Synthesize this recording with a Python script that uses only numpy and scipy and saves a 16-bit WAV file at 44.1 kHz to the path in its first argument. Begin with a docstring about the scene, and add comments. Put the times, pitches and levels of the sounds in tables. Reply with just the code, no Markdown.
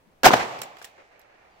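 """One shotgun shot on an open range, a few metres from a spaced pair of microphones.
Quiet outdoor air and a soft knock, then the crack: the blast comes back off the ground and an earth
bank and overloads the input. The near ground dies away quickly; the hillside answers for longer.
Over that tail the slide is racked back and forward, steel ringing on steel, and far echoes return.
At the end a faint hollow swell rises, and a distant bird gives one falling whistle."""
import sys
import numpy as np
from scipy import signal
from scipy.fft import rfft, irfft
from scipy.io import wavfile

SR = 44100
rng = np.random.default_rng(int(sys.argv[2]) if len(sys.argv) > 2 else 0)


def bounce(signal):
    """Save signal as a 16-bit WAV file at the path given by the first command-line argument."""
    frames = np.transpose(np.atleast_2d(signal))
    limited = np.clip(frames, -1, 1)
    pcm = np.round(limited * 32767).astype(np.int16)
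    wavfile.write(sys.argv[1], SR, pcm)


N = 70560
T = np.arange(N) / SR
HZ = np.maximum(np.fft.rfftfreq(N, 1 / SR), 1)

# Pan is left over right, lag is left behind right, t60 is the time to fall 60 dB.
# Colour of the outdoor air: f/Hz, relative level/dB
AIR_SPECTRUM = [(20, 1), (67, -2), (140, -4.5), (265, -6.5), (500, -6), (800, -8), (1540, -15),
                (2300, -16.5), (3750, -24), (6500, -28.5), (10000, -31), (16000, -31.5)]
# The background sinking after the shot: t/s, attack/s, hold/s, t60/s
AIR_DIP_SHAPE = (.23, .02, 1.01, 3.4)
# Thuds of the muzzle gas, its echoes and soft knocks nearby: t/s, level/dB, f/Hz, t60/s, pan/dB
THUDS = [(.07, -59, 202, 0.072, 20), (.238, -20, 265, .075, -3), (.252, -27, 135, 0.098, 0.5),
         (0.332, -27.5, 123, 0.11, -4), (0.586, -46, 125, 0.068, -3), (0.625, -48, 165, 0.055, -1),
         (1.005, -60, 290, .07, -1)]
# The blast off nearby surfaces: t/s, attack/s, hold/s, t60/s, level/dB, bass/dB, treble/dB, pan/dB, lag/s
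NEAR_RETURNS = [(.2325, 0.00039, .0035, 0.04, -17, -10.5, 2, -1, .00005),
                (.2415, .004, 0.0099, 0.0278, -9.5, -2, -1, 0.5, -0.0014),
                (.2515, .005, 0.0093, 0.0623, -9.5, 1.5, 8, -2, -.0002),
                (.266, .006, 0.017, 0.0473, -13.5, 3.5, -4, -1, -.0003),
                (.310, .004, 0.011, 0.4426, -23.5, 1.5, -5.5, -2, .0003),
                (.3328, 0.0014, 0.0092, 0.0107, -12, 2, -6.5, -1.5, 0.0065)]
# Colour of the blast: f/Hz, relative level/dB
BLAST_SPECTRUM = [(20, -28.5), (67, -16), (140, -9), (265, -4), (460, -1), (750, 2.5), (1090, -4.5),
                  (1540, -2), (2300, -5.5), (3750, -11), (6500, -15), (9400, -27), (13000, -22.5),
                  (16000, -25)]
# Hard reflections, each a run of pressure pulses: t/s, length/s, rate/Hz, level/dB, lag/s
PULSE_RUNS = [(0.2424, .0035, 620, -10.5, 0.0056), (0.261, .0030, 713, -2, 0),
              (0.2665, .0060, 793, 0.5, -.0001), (0.307, .0015, 1190, -5.5, .0002),
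              (0.3336, .0012, 1740, -14.5, .0002), (0.3377, .0055, 720, -5.5, .0002)]
# Colour of the tail off the near ground: f/Hz, relative level/dB
GROUND_SPECTRUM = [(20, -39.5), (67, -16.5), (140, -8), (265, -6), (460, 0), (750, 2.5), (1090, 0),
                   (1540, -6), (2300, -10.5), (3750, -15.5), (7500, -23), (9400, -32.5), (16000, -43)]
# Hollow colour of the hillside: f/Hz, relative level/dB
HILL_SPECTRUM = [(20, -44), (67, -24), (140, -10), (265, -13), (460, -5.5), (660, -0.5), (800, 5.5),
                 (950, -3), (1150, -2), (1400, -9), (2300, -8.5), (3750, -17.5), (7500, -26.5),
                 (9400, -39.5), (16000, -39)]
# Echoes off the slope and far trees: columns as in NEAR_RETURNS
FAR_RETURNS = [(.39, 0.01, 0.0295, 0.11, -28.5, -7, 5.5, -1.5, -.0003),
               (.85, 0.05, 0.15, 1.25, -60.5, 7, 10, -3, .0003),
               (.975, 0.007, 0.03, 0.12, -52, 7, -2, -0.5, -0.0055),
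               (1.105, 0.013, .34, .6, -57.5, 1, -1, -2.5, -0.00068)]
# Colour of those echoes: f/Hz, relative level/dB
ECHO_SPECTRUM = [(20, -26), (67, -9), (180, -21.5), (280, -8.5), (480, 0), (750, 2.5), (1090, -4),
                 (1540, -3), (2350, -3), (3200, -15.5), (6500, -24.5), (9400, -37), (16000, -50)]
# Steel contacts in the action: t/s, level/dB, t60/s, bass/dB, treble/dB, pan/dB,
# hollow ring f/Hz, its relative level/dB
CONTACTS = [(.5877, -43, 0.024, 10.5, 2, 3, 5230, -9), (0.6161, -32.5, 0.025, 1, 13.5, -3.5, 7600, -5),
            (.6315, -39.5, 0.042, -4, 7, -3, 7400, 0), (0.7676, -52, 0.045, 13, -1, -8.5, 14700, -18),
            (.784, -49, 0.11, 0, 0, -2, 4970, -5), (0.815, -45.5, 0.04, 6.5, 0, 2, 1560, 4),
            (0.824, -42.5, 0.041, -8, 0, -11.5, 7800, -13), (.8437, -40, 0.022, 3, 13, 1.5, 1870, -3),
            (0.8491, -38.5, 0.033, -37, 3.5, -14.5, 3640, -11.5), (1.121, -76, 0.037, -5, 2, 0, 12830, -7),
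            (1.1935, -56.5, 0.013, -11, 9, -5, 12190, -1.5), (1.214, -61.5, 0.029, -11, 6, -14.5, 4000, -5)]
# Colour of a steel contact: f/Hz, relative level/dB
STEEL_SPECTRUM = [(20, -50), (200, -14), (500, 0.5), (800, -3), (1600, -2), (2600, -0.5), (4300, -7),
                  (7500, -11.5), (10000, -17), (16000, -17)]
# Ringing modes of the receiver: f/Hz, relative level/dB, t60/s
RECEIVER_MODES = [(1700, -1, 0.054), (2670, -24, 0.049), (3310, -9.5, .05), (4540, -7, 0.023),
                  (5510, -3.5, .06), (7370, 1.5, 0.055), (8200, -15, .04)]
# Faint hollow swell rising at the end, with no decay: t/s, attack/s, two idle values, target level/dB
END_SWELL = (1.37, 0.42, 0.21, -0.8, -51.5)

MIC_DELAY_S, BASS_LIKENESS = 0.00053, 0.74  # travel time across the pair; how alike it is in the bass
AIMED_SHARE = 0.38  # share of the power from one direction, less in the treble
BASS_HZ, TREBLE_HZ = 346.5, 4440  # shelf corners
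SIDES = np.array([[1], [-1]])  # left, right


def from_db(db):
    """Decibels to gain."""
    return 10 ** (np.asarray(db) / 20)


def panned(pan_db):
    """Gains at the left and right microphone."""
    return from_db(SIDES * pan_db / 2)


def envelope(start, attack, hold, t60):
    """Straight rise, hold, exponential fall; all in seconds."""
    fall_db = -60 * np.maximum(T - start - attack - hold, 0) / t60
    return np.clip((T - start) / attack, 0, 1) * from_db(fall_db)


def scatter(spectrum, bass_db=0, treble_db=0, bass_hz=BASS_HZ, lag=None):
    """Noise reaching the spaced pair from all around, partly from one direction if a lag is given."""
    hz, db = np.transpose(spectrum)
    gain = from_db(np.interp(np.log(HZ), np.log(hz), db))
    gain /= np.sqrt(2 * np.mean(gain ** 2))  # rms 1 before the shelves
    gain *= from_db(bass_db / (1 + (HZ / bass_hz) ** 2) + treble_db / (1 + (TREBLE_HZ / HZ) ** 2))
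    alike = BASS_LIKENESS * np.sinc(2 * HZ * MIC_DELAY_S)
    mid, side, aimed = rfft(rng.standard_normal((3, N)))
    field = np.sqrt(1 + alike) * mid + np.sqrt(1 - alike) * side * SIDES
    if lag is not None:
        share = AIMED_SHARE / (1 + (HZ / TREBLE_HZ) ** 2)
        delay = np.exp(-1j * np.pi * HZ * lag * SIDES)
        field = np.sqrt(1 - share) * field + np.sqrt(2 * share) * aimed * delay
    return irfft(gain * field, N)


def outdoor_air():
    """Quiet air all round the microphones; it sinks after the shot and creeps back."""
    level_db, dip_db = -61.5, 8
    return from_db(level_db - dip_db * envelope(*AIR_DIP_SHAPE)) * scatter(AIR_SPECTRUM)


def thuds():
    """Knocks nearby, the muzzle gas and its echoes: a few dying cycles of low pressure each."""
    return sum(from_db(db) * panned(pan) * envelope(t, 1 / hz, 0, t60) * np.sin(2 * np.pi * hz * (T - t))
               for t, db, hz, t60, pan in THUDS)


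def reflections(returns, spectrum):
    """Each rough surface throws the blast back as a crackling cloud with its own colour."""
    spread_db, spacing_s = 1.5, .0007  # single reflections within a cloud
    steps = np.arange(20000) * spacing_s
    crackle = from_db(spread_db * np.interp(T, steps, rng.standard_normal(len(steps))))
    crackle /= np.sqrt(np.mean(crackle ** 2))
    clouds = np.zeros((2, N))
    for *shape, db, bass, treble, pan, lag in returns:
        clouds += from_db(db) * panned(pan) * envelope(*shape) * scatter(spectrum, bass, treble, lag=lag)
    return crackle * clouds


def slaps():
    """Hard reflections: N-shaped pressure pulses with steep fronts, close enough to bark at a pitch."""
    pulse_s, jitter_periods, low_cut_hz = .00026, 0.057, 217
    shock_share, shock_s = .25, .00006  # the steep front inside each pulse
    out = np.zeros((2, N))
    for t, length, rate, db, lag in PULSE_RUNS:
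        offsets = np.arange(0, length, 1 / rate)
        jitter = jitter_periods / rate * rng.standard_normal(20)[:len(offsets)]
        for arrival in t + offsets + jitter:
            age = T - arrival - SIDES * lag / 2
            ramp = np.clip(age / pulse_s, -10, 10)
            front = (1 - shock_share) * ramp + shock_share * np.tanh(age / shock_s)
            out -= from_db(db) * front * np.exp((1 - ramp ** 2) / 2)
    return signal.sosfilt(signal.butter(2, low_cut_hz, "high", fs=SR, output="sos"), out)


def terrain_tail():
    """The near ground dies quickly, the hollow hillside later; a faint swell rises at the end."""
    ground = from_db(-19.5) * envelope(start=.26, attack=.07, hold=0, t60=0.56)
    hill = from_db(-37) * envelope(start=0.39, attack=0.12, hold=0.047, t60=1)
    swell_start, swell_attack, _, _, swell_db = END_SWELL
    swell = from_db(swell_db) * np.clip((T - swell_start) / swell_attack, 0, 1)
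    hollow = np.hypot(hill, swell)  # powers add
    return ground * scatter(GROUND_SPECTRUM) + hollow * scatter(HILL_SPECTRUM, lag=0.00027)


def slide_action():
    """Each contact is a crunch that rings the moving part and the receiver, and scatters off the ground."""
    attack_s, hollow_t60_s, hollow_width = 0.0015, 0.036, 0.029  # width as a share of the ring's pitch
    strike_db, ground_db = -9.5, -13  # relative to each contact
    out, strikes, ground_power = np.zeros((2, N)), np.zeros(N), np.zeros(N)
    for t, db, t60, bass, treble, pan, hollow_hz, hollow_db in CONTACTS:
        steel = scatter(STEEL_SPECTRUM, bass, treble, bass_hz=2060, lag=0.00014)
        crunch = envelope(t, attack_s, 0, t60) * steel
        resonance_db = -20 * np.log10(1 + (np.log(HZ / hollow_hz) / hollow_width) ** 2)
        resonance = scatter(np.transpose([HZ, resonance_db]))
        hollow = from_db(hollow_db) * envelope(t, attack_s, 0, hollow_t60_s) * resonance
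        out += from_db(db) * panned(pan) * (crunch + hollow)
        strikes[int(t * SR)] = from_db(db + strike_db)
        ground_power += (from_db(db + ground_db) * envelope(t, attack=.01, hold=0, t60=0.21)) ** 2
    for hz, db, t60 in RECEIVER_MODES:
        decay, angle = from_db(-60 / (t60 * SR)), 2 * np.pi * hz / SR
        poles = [1, -2 * decay * np.cos(angle), decay ** 2]
        drive = strikes * rng.standard_normal((2, N)) + 1e-18
        out += from_db(db) * signal.lfilter([0, np.sin(angle)], poles, drive)
    return out + np.sqrt(ground_power) * scatter(STEEL_SPECTRUM)


def bird():
    """One thin falling whistle, far from the microphones."""
    start_s, length_s, start_hz, fall_hz_per_s = 1.49, .085, 5100, 10000
    age = np.clip(T - start_s, 0, length_s)
    phase = 2 * np.pi * np.cumsum(start_hz - fall_hz_per_s * age) / SR
    return from_db(-73) * np.sin(np.pi * age / length_s) * np.sin(phase)


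def scene():
    """The range as it reaches the pair, a few metres from the gun."""
    shot = reflections(NEAR_RETURNS, BLAST_SPECTRUM) + slaps() + thuds()
    echoes = panned(pan_db=-1.5) * terrain_tail() + reflections(FAR_RETURNS, ECHO_SPECTRUM)
    return shot + echoes + slide_action() + bird() + outdoor_air()


def record(dry):
    """The blast overloads the microphone input and clips softly; the very top is cut."""
    ceiling, stopband_hz = 1.05, 16450
    top_cut = signal.cheby2(16, 60, stopband_hz, fs=SR, output="sos")
    return signal.sosfilt(top_cut, ceiling * np.tanh(dry / ceiling))


dry = scene()
out = record(dry)
bounce(out)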